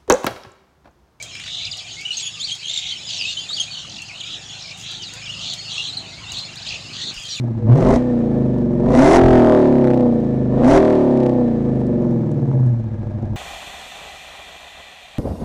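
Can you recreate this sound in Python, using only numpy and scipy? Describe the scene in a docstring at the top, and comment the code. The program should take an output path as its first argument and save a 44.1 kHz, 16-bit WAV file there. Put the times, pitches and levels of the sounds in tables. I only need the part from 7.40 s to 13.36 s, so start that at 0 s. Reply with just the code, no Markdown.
"""A V8 heard from the ground under its tail pipes. It starts near idle, the uneven pulses of its two
cylinder banks burbling in the pipes. The throttle is blipped three times: each time the note sweeps up
through the pipe resonances, gas rushes, the engine whirs ahead and steep pressure crests overload the
microphone and crackle. Unburnt fuel chugs after the second blip. After the third the engine sinks back
to a loping idle, with dull thuds and the ticking of hot pipes."""
import sys
import numpy as np
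from scipy import signal
from scipy.fft import rfft, irfft, next_fast_len
from scipy.io import wavfile

SR = 44100
rng = np.random.default_rng(int(sys.argv[2]) if len(sys.argv) > 2 else 0)


def master_out(mix):
    """Clip the mix to full scale and print it as 16-bit PCM to the path in sys.argv[1]."""
    frames = np.transpose(np.atleast_2d(mix))
    ceiling = np.clip(frames, -1, 1)
    pcm = np.round(ceiling * 32767).astype(np.int16)
    wavfile.write(sys.argv[1], SR, pcm)


N = 262836
TIME = np.arange(N) / SR
CYLINDERS = 8
HEAT_PER_OCTAVE, HEAT_LOAD = .059, .092   # hot gas lifts resonances by a share: with revs, at full load


def from_db(db):
    """Decibels to gain."""
    return 10 ** (np.asarray(db) / 20)

def rms_one(x):
    """Scale to unit rms."""
    return x / np.sqrt(np.mean(x ** 2) + 1e-20)

def curves(rows, at):
    """Look up `at` in a table's first column: one curve for each other column."""
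    points, *columns = np.transpose(rows)
    return [np.interp(at, points, column) for column in columns]

def butter(x, hz, kind, order=2):
    """Causal Butterworth filter."""
    return signal.sosfilt(signal.butter(order, hz, kind, fs=SR, output="sos"), x)

def filtered(x, response):
    """Pass x through a frequency response given as a function of Hz."""
    size = next_fast_len(N + SR // 2)
    hz = np.maximum(np.arange(size // 2 + 1) * SR / size, 1)
    return irfft(rfft(x, size) * response(hz), size)[:N]

def coloured_noise(colour):
    """Noise of unit rms shaped by an EQ curve."""
    at, db = np.transpose(colour)
    white = rng.standard_normal(N)
    return rms_one(filtered(white, lambda hz: from_db(np.interp(np.log(hz), np.log(at), db))))

def wall_ring(hz, width_hz, db):
    """Noise rings one metallic resonance of the pipe wall."""
    resonance = signal.iirpeak(hz, hz / width_hz, fs=SR)
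    return from_db(db) * rms_one(signal.lfilter(*resonance, rng.standard_normal(N)))

def pops(rows, band_hz, trim_db=0):
    """Single spikes heard through a band, from rows of (start_s, level_db)."""
    spikes = np.zeros(N)
    for start_s, db in rows:
        spikes[int(start_s * SR)] = from_db(db + trim_db)
    height = np.abs(butter(signal.unit_impulse(64), band_hz, "band", order=1)).max()
    return butter(spikes + 1e-18, band_hz, "band", order=1) / height


# Ticks of the hot pipes: start_s, relative_db
PIPE_TICKS = [(0.981, -40), (1.1857, -40), (2.8034, -40), (4.4047, -36), (4.468, -33), (4.708, -35),
              (4.916, -31), (5.2646, -37)]
def pipe_ticks(decay_s=.0014, trim_db=-9):
    """Short dry snaps of expanding metal."""
    envelope = np.zeros(N)
    for start_s, db in PIPE_TICKS:
        envelope += from_db(db + trim_db) * np.exp(-np.abs(TIME - start_s) / decay_s) * (TIME >= start_s)
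    return butter(envelope * rng.standard_normal(N), [3000, 9500], "band")

# Airy noise beds, throttle shut: firing_hz, whir_db, rush_db
AIR_BEDS = [(102, -54, -71), (137, -54, -64.5), (196, -49.5, -67.5), (260, -45.5, -65), (295, -39.5, -61.5),
            (347, -39.5, -51)]
# Rough noise beds, throttle shut: firing_hz, turbulence_db (relative to the exhaust), gust_db
ROUGH_BEDS = [(102, -10.5, -35), (125, -14, -52), (190, -13.5, -58), (240, -14, -60), (290, -21, -62),
              (350, -14, -50)]
def coasting_levels(firing_hz):
    """Off the throttle, the four noise layers follow the revs."""
    return curves(AIR_BEDS, firing_hz) + curves(ROUGH_BEDS, firing_hz)

def gusts(coasting_db, octaves, load, afterburn, open_db=-33.5, octave_db=9.5, afterburn_db=-21):
    """Exhaust gas buffets the microphone with a low rumble."""
    blast = from_db(open_db + octave_db * octaves) * load
    level = from_db(coasting_db) + blast + from_db(afterburn_db) * afterburn
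    return level * rms_one(butter(rng.standard_normal(N), [22, 75], "band"))

# Colour of the gas rush: frequency_hz, gain_db
RUSH_COLOUR = [(1500, -14), (2000, 5.5), (3000, -9), (4000, 0.5), (4800, -4.5), (5500, 1.5), (6400, 0.5),
               (7200, -4), (8500, -7.5), (10200, -9.5), (11000, -24.5), (15500, -38)]
# Rush of each blip, wide open at mid revs: level_db
BLIP_RUSH_DB = [-47.5, -43.5, -47]
def gas_rush(coasting_db, octaves, blip_loads, flow, octave_db=17, load_power=4.1, throb=.77):
    """Escaping gas hisses, throbs with the puffs and swells steeply with revs and load."""
    surge = from_db(BLIP_RUSH_DB) @ blip_loads ** load_power
    level = from_db(coasting_db) + from_db(octave_db * octaves) * surge
    hiss = coloured_noise(RUSH_COLOUR) * (1 + throb * (flow - 1))
    return level * (hiss + wall_ring(hz=2060, width_hz=45, db=-2))

def pipe_ring(heat, cool_hz=1750, width_hz=70, db=-8.5):
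    """A high standing wave: a thin metallic ring whose pitch sinks as the gas cools."""
    waver = butter(rng.standard_normal(N) + 1j * rng.standard_normal(N), width_hz / 2, "low")
    phase = 2 * np.pi * np.cumsum(cool_hz * (1 + heat)) / SR
    return from_db(db) * rms_one(np.real(waver * np.exp(1j * phase)))

# Colour of the engine whir: frequency_hz, gain_db
WHIR_COLOUR = [(300, -14), (700, 2.5), (950, 3.5), (1150, 4), (1400, -0.5), (1750, -4), (2000, -12.5),
               (2250, -4.5), (2700, -11), (3400, -12), (3900, -12.5), (4700, -18), (8000, -26),
               (15000, -67)]
def engine_whir(coasting_db, load, heat, flow, load_db=9, throb=.26):
    """The engine whirs ahead with a metallic edge, throbbing with the puffs."""
    whir = coloured_noise(WHIR_COLOUR) + wall_ring(hz=1790, width_hz=260, db=-8.5) + pipe_ring(heat)
    return from_db(coasting_db + load_db * load) * whir * (1 + throb * (flow - 1))

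# Dull accents at low revs: start_s, level_db
THUDS = [(.287, -13), (4.835, -19), (4.893, -20), (4.993, -18), (5.057, -17), (5.115, -13), (5.178, -23),
         (5.231, -19)]
def firing_thuds():
    """Single strong firings stand out as thuds."""
    return butter(pops(THUDS, [250, 700]), 1100, "low", order=3)

# Runs of microphone crackle at high revs: start_s, end_s, place_in_cycle (0-1), relative_db
CRACKLE_RUNS = [(.42, .55, .32, -20), (.44, .5, .83, -19), (1.52, 1.545, .72, -15), (1.54, 1.565, .23, -9),
                (1.84, 2.29, .68, -21), (2.43, 2.545, .53, -23), (2.53, 2.62, .8, -21),
                (3.23, 3.26, .28, -17), (3.41, 3.565, .8, -19), (3.76, 3.9, .66, -19.5)]
def overload_crackle(cycle, scatter_db=1.5):
    """The strongest exhaust pulse overloads the microphone and crackles once every cycle."""
    clicks = []
    for start_s, end_s, place, db in CRACKLE_RUNS:
        times = np.interp(np.arange(int(cycle[-1])) + place, cycle, TIME)
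        levels = db + scatter_db * rng.standard_normal(len(times))
        clicks += [(s, level) for s, level in zip(times, levels) if start_s <= s <= end_s]
    return butter(pops(clicks, [1200, 2800], trim_db=-1), 6000, "low", order=1)

# Punch of each cylinder, in firing order: relative_db
CYLINDER_DB = [-6, -0.5, 1.92, 1.5, 0, -3, -2, 2.5]
def valve_puffs(cycle, scatter_db=2.5, fall=1.67):
    """Gas flow: each exhaust valve opens with a puff of its own strength that then dies away."""
    stroke, within = np.divmod(cycle * CYLINDERS, 1)
    stroke = stroke.astype(int)
    puff_db = scatter_db * rng.standard_normal(4096)[stroke] + np.array(CYLINDER_DB)[stroke % CYLINDERS]
    return rms_one(from_db(puff_db) * np.exp(-fall * within))

# Body of the exhaust pipe, before heat shifts it: pitch_hz, width_hz, gain_db
PIPE_MODES = [(45.8, 13, -23.5), (127.1, 12, -9.5), (234.86, 17.8, -4), (357, 26.8, -4.5),
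              (478.2, 12.45, 1), (600.2, 31.4, -1.5), (709.3, 28, -5.5), (825, 167, -10.5)]
def pipe(hz):
    """Response of the exhaust pipe; neighbouring standing waves have opposite signs at its mouth."""
    return sum((-1) ** i * from_db(db) / (1 + 1j * (hz ** 2 - centre ** 2) / (hz * width))
               for i, (centre, width, db) in enumerate(PIPE_MODES))

def turbulence(coasting_db, load, flow, load_db=11.5):
    """Ragged puffs ring the pipe between the harmonics; load crossfades from a cool pipe to a hot one."""
    eddies = butter(flow * rng.standard_normal(N), 400, "low", order=1)
    eddies = butter(eddies, 90, "high")
    heat = HEAT_LOAD + HEAT_PER_OCTAVE / 2
    cool = rms_one(filtered(butter(eddies, 1300, "low"), pipe))
    hot = rms_one(filtered(eddies, lambda hz: pipe(hz / (1 + heat))))
    return from_db(coasting_db + load_db * load) * (np.sqrt(1 - load) * cool + np.sqrt(load) * hot)

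# Throttle blips: start_s, rise_s, release_s, push_hz_per_s (of firing rate)
BLIPS = [(.2172, .1194, .5409, 610), (1.3254, .2052, 1.7332, 672), (3.0448, .2118, 3.3344, 727.4)]
def throttles(lags_s=(0, 0, 0), shut_s=.0402):
    """Opening of the throttle in each blip, 0-1: pressed evenly, held, let go."""
    openings = []
    for (start_s, rise_s, release_s, _), lag_s in zip(BLIPS, lags_s):
        press = np.clip((TIME - lag_s - start_s) / rise_s, 0, 1)
        let_go = np.exp(-np.maximum(TIME - lag_s - release_s, 0) / shut_s)
        openings.append(press * let_go)
    return np.array(openings)

def engine_speed(start_hz=123.2, idle_hz=102, grip_hz=4, drag_per_s=.3128, friction_hz_per_s=39.65):
    """Firing rate: blips spin the flywheel up, drag and friction slow it, the idle control catches it."""
    push = np.array(BLIPS)[:, 3] @ throttles() - friction_hz_per_s
    free_hz = signal.lfilter([1 / SR], [1, -np.exp(-drag_per_s / SR)], push, zi=[start_hz])[0]
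    return idle_hz + grip_hz * np.logaddexp(0, (free_hz - idle_hz) / grip_hz)

# Fader ride of the exhaust, before revs and load: time_s, level_db
EXHAUST_FADER = [(0, -22), (.22, -23), (.29, -13), (.345, -22), (.5, -16.5), (.6, -24), (.95, -18.5),
                 (1.35, -19), (1.65, -16.5), (1.79, -15.5), (2.1, -15), (2.9, -20), (3.4, -16.5),
                 (4.1, -20.5), (4.55, -18.5), (5.2, -19), (5.42, -26), (5.96, -23)]
# Brightness ride of the note, before revs and load: time_s, tilt_db_per_octave
EXHAUST_TILT = [(0, 5), (.4, -4), (.6, -4.5), (1.1, -3), (1.35, -3), (1.6, -3), (1.9, -1.5), (2.15, -2),
                (2.35, -3.5), (2.55, -1.5), (2.85, -3), (3.5, -3), (3.9, -1.5), (4.2, -4), (4.5, -2),
                (5.1, -1), (5.4, -2), (5.96, -2)]
def exhaust_voicing(octaves, load):
    """Level and tilt: revs make the note louder and brighter, load louder and darker."""
    level_db = curves(EXHAUST_FADER, TIME)[0] + 2 * octaves + 2.5 * load
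    tilt_db = curves(EXHAUST_TILT, TIME)[0] + 1.6 * octaves - load
    return level_db, tilt_db

def drone_db(hz, firing_hz, peak_db=4, centre_hz=388, width_hz=42):
    """At high revs one band of the exhaust builds up into a drone."""
    return peak_db * np.interp(firing_hz, [250, 320], [0, 1]) * np.exp(-((hz - centre_hz) / width_hz) ** 2)

# Harmonics of the four-stroke cycle: multiple, throttle_shut_db, full_load_db
HARMONICS = [(1, 5.5, 15), (2, 6, 8), (3, 5, -4), (4, 7, 6.5), (5, 9, 4.5), (6, 8, 7), (7, 8, 3),
             (8, 10.5, 14.5), (9, 4, 1.5), (10, 6, 7.5), (11, 6.5, 2.5), (12, -7.5, -4.5), (13, 0.5, -11),
             (14, -5, 2.5), (15, 0.5, 0.5), (16, 3, 2.5), (17, -2.5, 1), (18, -2.5, 7), (19, -5.5, 4),
             (20, -6.5, -5), (21, -9.5, 2), (22, -20.5, -2), (23, -7, -9), (24, -12.5, 1.5),
             (25, -9.5, 3.5), (26, -9, -0.5), (27, -13.5, -13.5), (28, -10, 5)]
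def exhaust_note(cycle, controls, bank_lead=.176, even_db=9.5, chug_db=18, step=64):
    """Harmonics of the two banks' uneven pulses slide through the pipe resonances."""
    firing_hz, load, level_db, tilt_db, afterburn, heat = [curve[::step] for curve in controls]
    bank = np.array([0, 1, 1, 0, 1, 0, 0, 1])   # in firing order; bank 1 arrives early
    arrival = (np.arange(CYLINDERS) - bank_lead * bank) / CYLINDERS
    evenness = np.exp(-((firing_hz - 127.7) / 54) ** 2)
    note = np.zeros(N)
    for k, shut_db, open_db in HARMONICS:
        hz = k * firing_hz / CYLINDERS
        db = level_db + shut_db * (1 - load) + open_db * load + tilt_db * np.log2(hz / 250)
        # just above idle the cylinders even out: more firing tone, less low burble
        db += even_db * evenness * ((k == CYLINDERS) - (k < CYLINDERS - 2))
        # unburnt fuel chugs in the lowest harmonics
        db += chug_db * afterburn * np.exp(-((k - 1) / 2.2) ** 2)
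        gain = from_db(db + drone_db(hz, firing_hz)) * pipe(hz / (1 + heat))
        pulses = np.sum(from_db(CYLINDER_DB) * np.exp(-2j * np.pi * k * arrival))
        phase = 2 * np.pi * k * cycle + np.angle(pulses)
        note += np.real(np.interp(TIME, TIME[::step], gain) * np.exp(1j * phase))
    return note

def sharpened(wave, steepen=.79, above_hz=620):
    """Strong waves grow sharp crests, which adds overtones above the main harmonics."""
    return wave + steepen * filtered(wave ** 2, lambda hz: 1 / (1 + (above_hz / hz) ** 6))


def scene(mid_revs_hz=200):
    """Speed and load drive the exhaust, whir, gas rush and gusts; crackle, thuds and ticks go on top."""
    firing_hz = engine_speed()
    octaves = np.log2(firing_hz / mid_revs_hz)
    blip_loads = throttles(lags_s=(.024, .032, .04))   # the exhaust feels each blip a little late
    load = np.clip(blip_loads.sum(axis=0), 0, 1)
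    heat = HEAT_PER_OCTAVE * octaves + HEAT_LOAD * load
    afterburn = np.interp(TIME, [1.78, 1.856, 2.136], [0, 1, 0])   # after the highest blip
    cycle = np.cumsum(firing_hz) / CYLINDERS / SR - .3205
    flow = valve_puffs(cycle)
    whir_db, rush_db, turbulence_db, gust_db = coasting_levels(firing_hz)
    level_db, tilt_db = exhaust_voicing(octaves, load)
    note = exhaust_note(cycle, (firing_hz, load, level_db, tilt_db, afterburn, heat))
    exhaust = sharpened(note + turbulence(level_db + turbulence_db, load, flow))
    whir = engine_whir(whir_db, load, heat, flow)
    rush = gas_rush(rush_db, octaves, blip_loads, flow)
    rumble = gusts(gust_db, octaves, load, afterburn)
    return (exhaust + overload_crackle(cycle) + firing_thuds() + whir + rush + rumble + pipe_ticks())[None]

def record(dry, ceiling=.68, dull_hz=10800, cutoff_hz=15800):
    """The overloaded microphone cuts the crests flat; the treble is dulled and then cut."""
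    dulled = butter(np.clip(dry, -ceiling, ceiling), dull_hz, "low", order=3)
    return signal.sosfilt(signal.ellip(8, .1, 70, cutoff_hz, fs=SR, output="sos"), dulled)


dry = scene()
out = record(dry)
master_out(out)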